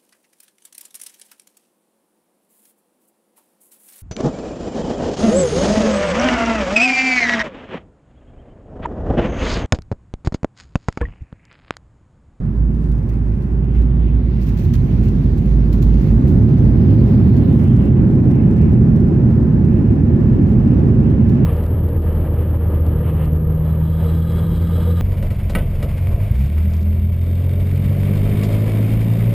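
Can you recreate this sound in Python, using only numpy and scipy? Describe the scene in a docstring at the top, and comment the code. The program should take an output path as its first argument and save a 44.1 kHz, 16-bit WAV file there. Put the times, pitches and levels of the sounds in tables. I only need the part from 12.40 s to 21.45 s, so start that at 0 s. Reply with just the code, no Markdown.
"""A low undercarriage shudder comes first, as an airliner gathers speed on the runway.
Tyre rumble and engine roar swell through the fuselage, and air rushes along the skin.
Air hisses on the right, brighter for a while; trim panels chatter, jolts rattle loose fittings
and a faint fan whine emerges. Heard at a cabin window through the two microphone ports
of a hand-held phone, whose limiter holds the peaks."""
import sys
import numpy as np
from scipy import signal
from scipy.fft import rfft, irfft
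from scipy.io import wavfile
from scipy.ndimage import uniform_filter1d, minimum_filter1d

SR = 44100
rng = np.random.default_rng(int(sys.argv[2]) if len(sys.argv) > 2 else 0)


def dump_mix(stems):
    """Bounce the given channels to the path in sys.argv[1] as a 16-bit WAV at rate SR."""
    frames = np.atleast_2d(stems).T  # one column per channel
    limited = np.clip(frames, -1, 1)  # hard clip at full scale
    pcm = np.round(limited * 32767).astype(np.int16)
    wavfile.write(sys.argv[1], SR, pcm)


N = 399105
T = np.arange(N) / SR
FREQ = np.fft.rfftfreq(N, 1 / SR)


def undb(db):
    """Decibels to gain."""
    return 10 ** (np.asarray(db) / 20)


def unit(x):
    """Scale to rms 1."""
    return x / np.sqrt(np.mean(x ** 2))


def pan(db):
    """Channel gains for a left minus right level."""
    return undb(np.array([[db], [-db]]) / 2)


def smooth(x, samples):
    """Two passes of a moving average."""
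    return uniform_filter1d(uniform_filter1d(x, samples), samples)


def white():
    """Independent white noise, left and right."""
    return rng.standard_normal((2, N))


def walk(rate_hz):
    """Smooth random drift, rms 1."""
    hold = max(int(SR / rate_hz), 1)
    steps = np.repeat(rng.standard_normal(N // hold + 1), hold)
    return unit(smooth(steps, hold)[:N])


def curves(table):
    """The columns of a timed table, one value a sample."""
    times, *columns = np.transpose(table)
    return [np.interp(T, times, column) for column in columns]


def across(points):
    """A table over frequency, joined on a log axis."""
    hz, value = np.transpose(points)
    return np.interp(np.log(FREQ + 1), np.log(hz), value)


def colour(x, points):
    """Filter by a spectrum that rolls off past its ends; white noise keeps its power."""
    low_hz, high_hz = points[0][0], points[-1][0]
    ends = 1 / (1 + (low_hz / (FREQ + 1)) ** 4) / (1 + (FREQ / (2 * high_hz)) ** 6)
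    return irfft(rfft(x) * unit(undb(across(points)) * ends), N)


def resonate(x, modes):
    """Filter by narrow peaks and dips."""
    gain_db = sum(db / (1 + (2 * (FREQ - hz) / width) ** 2) for hz, width, db in modes)
    return irfft(rfft(x) * undb(gain_db), N)


def spell(start, length, edge_s):
    """Envelope 0-1 that rises, holds and falls smoothly."""
    return (np.tanh(2 * (T - start) / edge_s) - np.tanh(2 * (T - start - length) / edge_s)) / 2


def lifts(table, edge_s):
    """Level change in dB from a table of passing spells."""
    return sum(db * spell(start, length, edge_s) for start, length, db in table)


def burst(start, t60, rise_s):
    """Envelope of one contact: quick rise, exponential decay."""
    age = np.clip(T - start, 0, None)
    return (1 - np.exp(-age / rise_s)) * np.exp(-np.minimum(np.log(1000) * age / t60, 50))


# Each row: start in seconds, length in seconds, level in dB.
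SHUDDER_BOUTS = [(0.175, 0.11, -13.5), (0.479, 0.096, -12.5), (0.672, .27, -17), (1.119, 0.29, -19.5),
                 (1.38, .42, -13), (1.8, 0.33, -19.5), (2.8, 0.15, -14.5), (3.071, 0.54, -13),
                 (3.697, 0.081, -13.5), (4.244, 0.1, -15)]
# Each row: time in seconds, pitch in Hz.
SHUDDER_PITCH = [(0, 49), (.2, 55), (.8, 54.23), (1.45, 57.3), (2.0, 56.5), (2.45, 52.04), (2.85, 54.7),
                 (3.2, 53.3)]

def shudder(tremor_db=-21.5, waver_db=1.73, edge_s=.023):
    """The undercarriage shakes the fuselage at one low resonance, in bouts that stop as speed builds."""
    hz, = curves(SHUDDER_PITCH)
    tone = np.sqrt(2) * np.sin(2 * np.pi * np.cumsum(hz) / SR)
    bouts = sum(undb(db) * spell(start, length, edge_s) for start, length, db in SHUDDER_BOUTS)
    tremor = undb(tremor_db) * spell(0, 4, edge_s)
    return tone * np.hypot(bouts, tremor) * undb(waver_db * walk(18)) * pan(-4)


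# Each row: frequency in Hz, correlation between the ports from 0 to 1.
PORT_LIKENESS = [(60, 0.98), (140, 0.98), (290, 0.92), (640, .42), (1300, 0)]
# Wall panel resonances. Each row: centre in Hz, width in Hz, gain in dB.
WALL_MODES = [(528, 34, 3.5), (770, 26, 0.5), (893, 60, 3), (917, 60, -3), (1030, 60, 2.5), (1290, 55, 1.5),
              (1920, 110, 2), (2100, 130, -2.5)]

def cabin_field():
    """Diffuse noise through the wall panels: alike at both ports in the bass, unrelated in the treble."""
    mid, side = rfft(white())
    like = np.clip(across(PORT_LIKENESS), 0, 1)
    ports = mid * np.sqrt(1 + like) + np.array([[1], [-1]]) * side * np.sqrt(1 - like)
    return resonate(irfft(ports, N), WALL_MODES)


# Each row: frequency in Hz, left minus right in dB.
PORT_BALANCE = [(60, -4), (110, -2.5), (200, -2.5), (290, 0.4), (380, 0.17), (700, -2)]

def drone(spectrum, span_s):
    """Low cabin noise, its power held steady over spans longer than span_s."""
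    balance = undb(np.array([[1], [-1]]) * across(PORT_BALANCE) / 2)
    noise = colour(irfft(rfft(cabin_field()) * balance, N), spectrum)
    power = smooth(noise.mean(axis=0) ** 2, int(span_s * SR))
    return noise / np.sqrt(power + 1e-12)


# Each row: time in seconds, relative level in dB.
ROAR_LEVEL = [(0, -27), (1.2, -26.7), (1.6, -25), (2.15, -25), (2.6, -21.5), (3.15, -22.5), (4.05, -15.5),
              (4.3, -17), (4.65, -15), (5.8, -15), (7.3, -16), (9.05, -15.5)]
# Each row: frequency in Hz, relative level in dB.
ENGINE_SPECTRUM = [(130, -15.5), (175, -3), (220, 0.5), (265, -6.5), (300, -10), (350, -11), (410, -16.5),
                   (470, -26.5), (540, -28.5), (680, -34), (880, -37.5), (1100, -53)]

def engines(gain_db=.5, sway_db=.23):
    """The engine roar builds behind the wall, then holds."""
    level_db = curves(ROAR_LEVEL)[0] + gain_db + sway_db * walk(5)
    return drone(ENGINE_SPECTRUM, span_s=.15) * undb(level_db)


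def with_roar(full_db, growth, full_roar_db=-16):
    """Level in dB: full_db at full roar, moving by growth dB per dB of roar."""
    return full_db + growth * (curves(ROAR_LEVEL)[0] - full_roar_db)


# Each row: frequency in Hz, relative level in dB.
TYRE_SPECTRUM = [(22, -33.5), (35, -18), (50, -8), (75, -3), (105, -1), (135, .5), (175, -7), (230, -20.5),
                 (400, -55)]
# Each row: start in seconds, length in seconds, lift in dB.
ROUGH_STRETCHES = [(2.2, 0.25, 4.5), (2.47, .53, 2), (3.85, 1.12, 2.5), (5.2, 0.36, 1.5), (6.25, 0.27, 2)]

def tyres():
    """Tyres drum through the floor, harder on rough stretches of runway."""
    level_db = with_roar(full_db=-12.5, growth=.74) + lifts(ROUGH_STRETCHES, edge_s=.058)
    return drone(TYRE_SPECTRUM, span_s=.2) * undb(level_db)


# Each row: frequency in Hz, left and right relative levels in dB.
RUSH_SPECTRA = [(358, -70.5, -66.5), (526, -68.5, -66.5), (670, -72, -69), (850, -76, -71.5),
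                (1050, -77, -72), (1280, -79, -76), (1600, -82, -75.5), (2060, -86, -83), (3250, -93, -100),
                (4400, -97, -108), (5630, -101, -104), (8500, -108, -119), (9900, -110, -115),
                (11600, -108, -104), (15300, -114, -120)]
# Runway bumps. Each row: start in seconds, length in seconds, lift of the trim chatter in dB.
BUMPS = [(.35, 0.45, 5.5), (.85, 0.35, 4.5), (1.32, 0.15, 6.5), (5.15, 0.3, 3.5)]

def rush(bump_share=.2, flutter_db=.46):
    """Air rushes along the skin, louder with speed and on bumps; each port hears its own colour."""
    table = np.array(RUSH_SPECTRA)
    shapes = undb([across(table[:, [0, port]]) for port in (1, 2)])
    low_cut = 1 / (1 + (table[0, 0] / (FREQ + 1)) ** 4)
    air = irfft(rfft(cabin_field()) * shapes * low_cut, N)
    level_db = with_roar(full_db=-42.5, growth=.52) + bump_share * lifts(BUMPS, edge_s=.04)
    return air / np.std(air.mean(axis=0)) * undb(level_db + flutter_db * walk(12))


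# Each row: time in seconds, relative level in dB.
HISS_LEVEL = [(0, -69), (.8, -62), (1.5, -60), (2.05, -54), (3.2, -55), (4.15, -54), (5.0, -52.5),
              (6.3, -52.5), (7.6, -57.5), (9.05, -54.5)]
# Brief swells and dips. Each row: start in seconds, length in seconds, change in dB.
HISS_GUSTS = [(.68, 0.093, 4), (.92, 0.21, 2.5), (1.3, .14, 4.5), (1.62, 0.086, 4.5), (2.52, .2, 1.5),
              (3.55, .2, 2.5), (5.62, .28, -6), (6.38, .85, -5), (7.25, .14, 3)]
# Each row: time in seconds, low-pass cutoff in Hz.
HISS_CUTOFF = [(0, 2900), (1.2, 3190), (1.82, 4430), (2.0, 7345), (4.0, 7200), (4.75, 6200), (5.05, 4880),
               (5.25, 3550), (5.75, 2940), (9.05, 3265)]
# Body of the hiss and the sizzle above it. Each row: frequency in Hz, relative level in dB.
HISS_SPECTRUM = [(1300, -5.5), (2000, 7.5), (2600, 4.5), (3400, -1.5), (4400, -3), (5200, -8), (6100, -10),
                 (7000, -10.5), (10000, -11)]
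SIZZLE_SPECTRUM = [(8500, -12.5), (10500, -8.5), (11700, -3), (13000, -2), (15500, -7)]

def hiss(gain_db=-3, order=8, peak_db=3):
    """Air hisses close to the right port in uneven patches; it brightens quickly and dulls again."""
    hz, frame_s, frames = signal.stft(colour(white(), HISS_SPECTRUM), SR, nperseg=512)
    cutoff_hz = curves(HISS_CUTOFF)[0] * (1 + .04 * walk(14))
    ratio = hz[:, None] / np.interp(frame_s, T, cutoff_hz)
    peak = undb(peak_db * np.exp(-((ratio - .82) / .081) ** 2))
    low_pass = peak / np.sqrt(1 + ratio ** (2 * order))
    # Eddies lift patches about 1 kHz wide and 50 ms long.
    eddies = uniform_filter1d(rng.standard_normal(ratio.shape), size=11, axis=0)
    eddies = unit(uniform_filter1d(eddies, size=9, axis=1))
    body = signal.istft(frames * low_pass * undb(1.6 * eddies), SR)[1][:, :N]
    sizzle_db = -29 + 18 * spell(start=1.92, length=3.4, edge_s=.15) + .9 * walk(12)
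    sizzle = colour(white() * undb(1.5 * walk(500)), SIZZLE_SPECTRUM) * undb(sizzle_db)
    flicker = undb(.9 * walk(22))
    level_db = curves(HISS_LEVEL)[0] + lifts(HISS_GUSTS, edge_s=.04) + gain_db
    return (body + sizzle) * flicker * undb(level_db) * pan(-16)


# Each row: start in seconds, relative level in dB, left minus right in dB.
TRIM_TICKS = [(1.4187, -52, 8), (5.19, -47, -1), (5.275, -45.5, 3), (5.363, -44.5, 1.5), (5.451, -46.5, 2),
              (5.9105, -45, 2), (6.108, -48, 4), (6.1624, -47, 0), (6.2133, -46, 3.5), (6.327, -47, 3),
              (6.5585, -47, 6), (6.5974, -49, 4.5), (7.2454, -49, 7), (8.1165, -49.5, 9),
              (8.4806, -51.5, 11), (8.6991, -49, 4), (8.8917, -43.5, 7)]
# Each row: frequency in Hz, relative level in dB.
TRIM_SPECTRUM = [(1000, 4), (2000, 7.5), (3200, 4.5), (5500, 0.5), (7500, -1.5), (9500, -3), (12000, -2.5),
                 (15500, -3.5)]
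# Each row: centre in Hz, width in Hz, gain in dB.
TRIM_MODES = [(4400, 400, 1.5), (5560, 350, 4), (12100, 600, 3)]

def trim(tick_gain_db=-3, contacts_per_s=450, scatter_db=2, contact_t60_s=.025):
    """Plastic panels chatter in many small contacts, harder on bumps, and now and then tick sharply."""
    ticks = sum(burst(start, t60=.068, rise_s=.0006) * undb(db + tick_gain_db) * pan(side)
                for start, db, side in TRIM_TICKS)
    contacts = rng.random(N) < contacts_per_s / SR
    strength = undb(scatter_db * np.minimum(rng.exponential(size=N), 3))
    decay = np.exp(-np.log(1000) / (contact_t60_s * SR))
    chatter = unit(signal.lfilter([1], [1, -decay], contacts * strength))
    shaking_db = with_roar(full_db=-64.5, growth=.45) + lifts(BUMPS, edge_s=.04) + 1.3 * walk(26)
    envelope = np.hypot(ticks, chatter * undb(shaking_db) * pan(5))
    return resonate(colour(white() * envelope, TRIM_SPECTRUM), TRIM_MODES)


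# Each row: start in seconds, relative level in dB, ring time in seconds, left minus right in dB.
JOLTS = [(.338, -60, .05, 11), (.488, -54, .05, 3), (.514, -55, 0.055, 9), (.579, -51, .05, 7),
         (.691, -51, 0.055, 9), (.735, -51, 0.057, 4), (2.01, -49, 0.23, -6), (2.064, -49, .1, -3),
         (2.085, -47, .07, -8), (2.171, -48, 0.14, -8), (2.186, -50.5, 0.27, -8), (2.232, -51, 0.19, -6),
         (2.335, -40, 0.11, -9), (2.633, -51, 0.16, -11), (2.68, -50, .08, -8), (2.838, -50, .05, -14),
         (2.976, -45.5, 0.05, -12), (3.058, -47.5, .04, -10), (3.326, -44.5, 0.14, -10),
         (3.421, -44, 0.14, -10), (3.54, -41, 0.024, -9), (3.66, -58.5, 0.27, -5), (3.87, -54, .3, -14),
         (4.183, -44, .025, -3), (4.964, -45, 0.081, -7)]
# Each row: frequency in Hz, relative level in dB.
FITTING_SPECTRUM = [(600, -0.5), (1500, 0), (4000, 1), (6500, -3.5), (9500, -10.5), (12800, -1),
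                    (15500, -4.5)]
# Each row: centre in Hz, width in Hz, gain in dB.
FITTING_MODES = [(2600, 200, 7), (4400, 400, 3.5), (5170, 400, -1.5), (6160, 500, 3)]

def rattles(gain_db=.9, grain_db=2.4):
    """Each jolt sets a loose fitting buzzing in a short, grainy burst."""
    force = sum(burst(start, t60, rise_s=.0018) * undb(db) * pan(side) for start, db, t60, side in JOLTS)
    buzz = white() * force * undb(gain_db + grain_db * walk(900))
    return resonate(colour(buzz, FITTING_SPECTRUM), FITTING_MODES)


# Each row: start in seconds, level in dB, ring time in seconds.
KNOCKS = [(1.345, -47, .35), (2.338, -38.5, .12)]
# Each row: frequency in Hz, relative level in dB.
KNOCK_SPECTRUM = [(500, 1), (800, 3.5), (1400, 1), (2000, 1.5), (3000, -5), (5000, -19)]

def knocks():
    """The heaviest jolts knock the side panel."""
    force = sum(burst(start, t60, rise_s=.0015) * undb(db) for start, db, t60 in KNOCKS)
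    return colour(white() * force * pan(-3), KNOCK_SPECTRUM)


# Each row: time in seconds, pitch in Hz, level in dB.
FAN_TONE = [(3.5, 1720, -73.5), (5.8, 1773, -62), (7, 1752, -59.5), (9.05, 1716, -61)]

def fan_whine(waver_hz=4, waver_db=2.5):
    """The engine fan gives a faint tone, unsteady in pitch and level."""
    hz, db = curves(FAN_TONE)
    phase = 2 * np.pi * np.cumsum(hz + waver_hz * walk(40)) / SR
    return np.sin(phase) * undb(db + waver_db * walk(10)) * pan(-7)


def scene():
    """Everything heard at the window seat."""
    return shudder() + engines() + tyres() + rush() + hiss() + trim() + rattles() + knocks() + fan_whine()


def record(dry, ceiling=.9, window_s=.012, fade_s=.004, top_hz=15600):
    """A look-ahead limiter ducks the highest crests, then the top is cut."""
    window = int(window_s * SR)
    allowed_gain = np.minimum(1, ceiling / (np.abs(dry).max(axis=0) + 1e-9))
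    gain = smooth(minimum_filter1d(allowed_gain, 2 * window), window)
    fades = np.sin(np.pi / 2 * np.minimum(np.minimum(T, T[-1] - T) / fade_s, 1)) ** 2
    low_pass = signal.ellip(10, .1, 80, top_hz, fs=SR, output="sos")
    return signal.sosfilt(low_pass, dry * gain * fades)


dry = scene()
out = record(dry)
dump_mix(out)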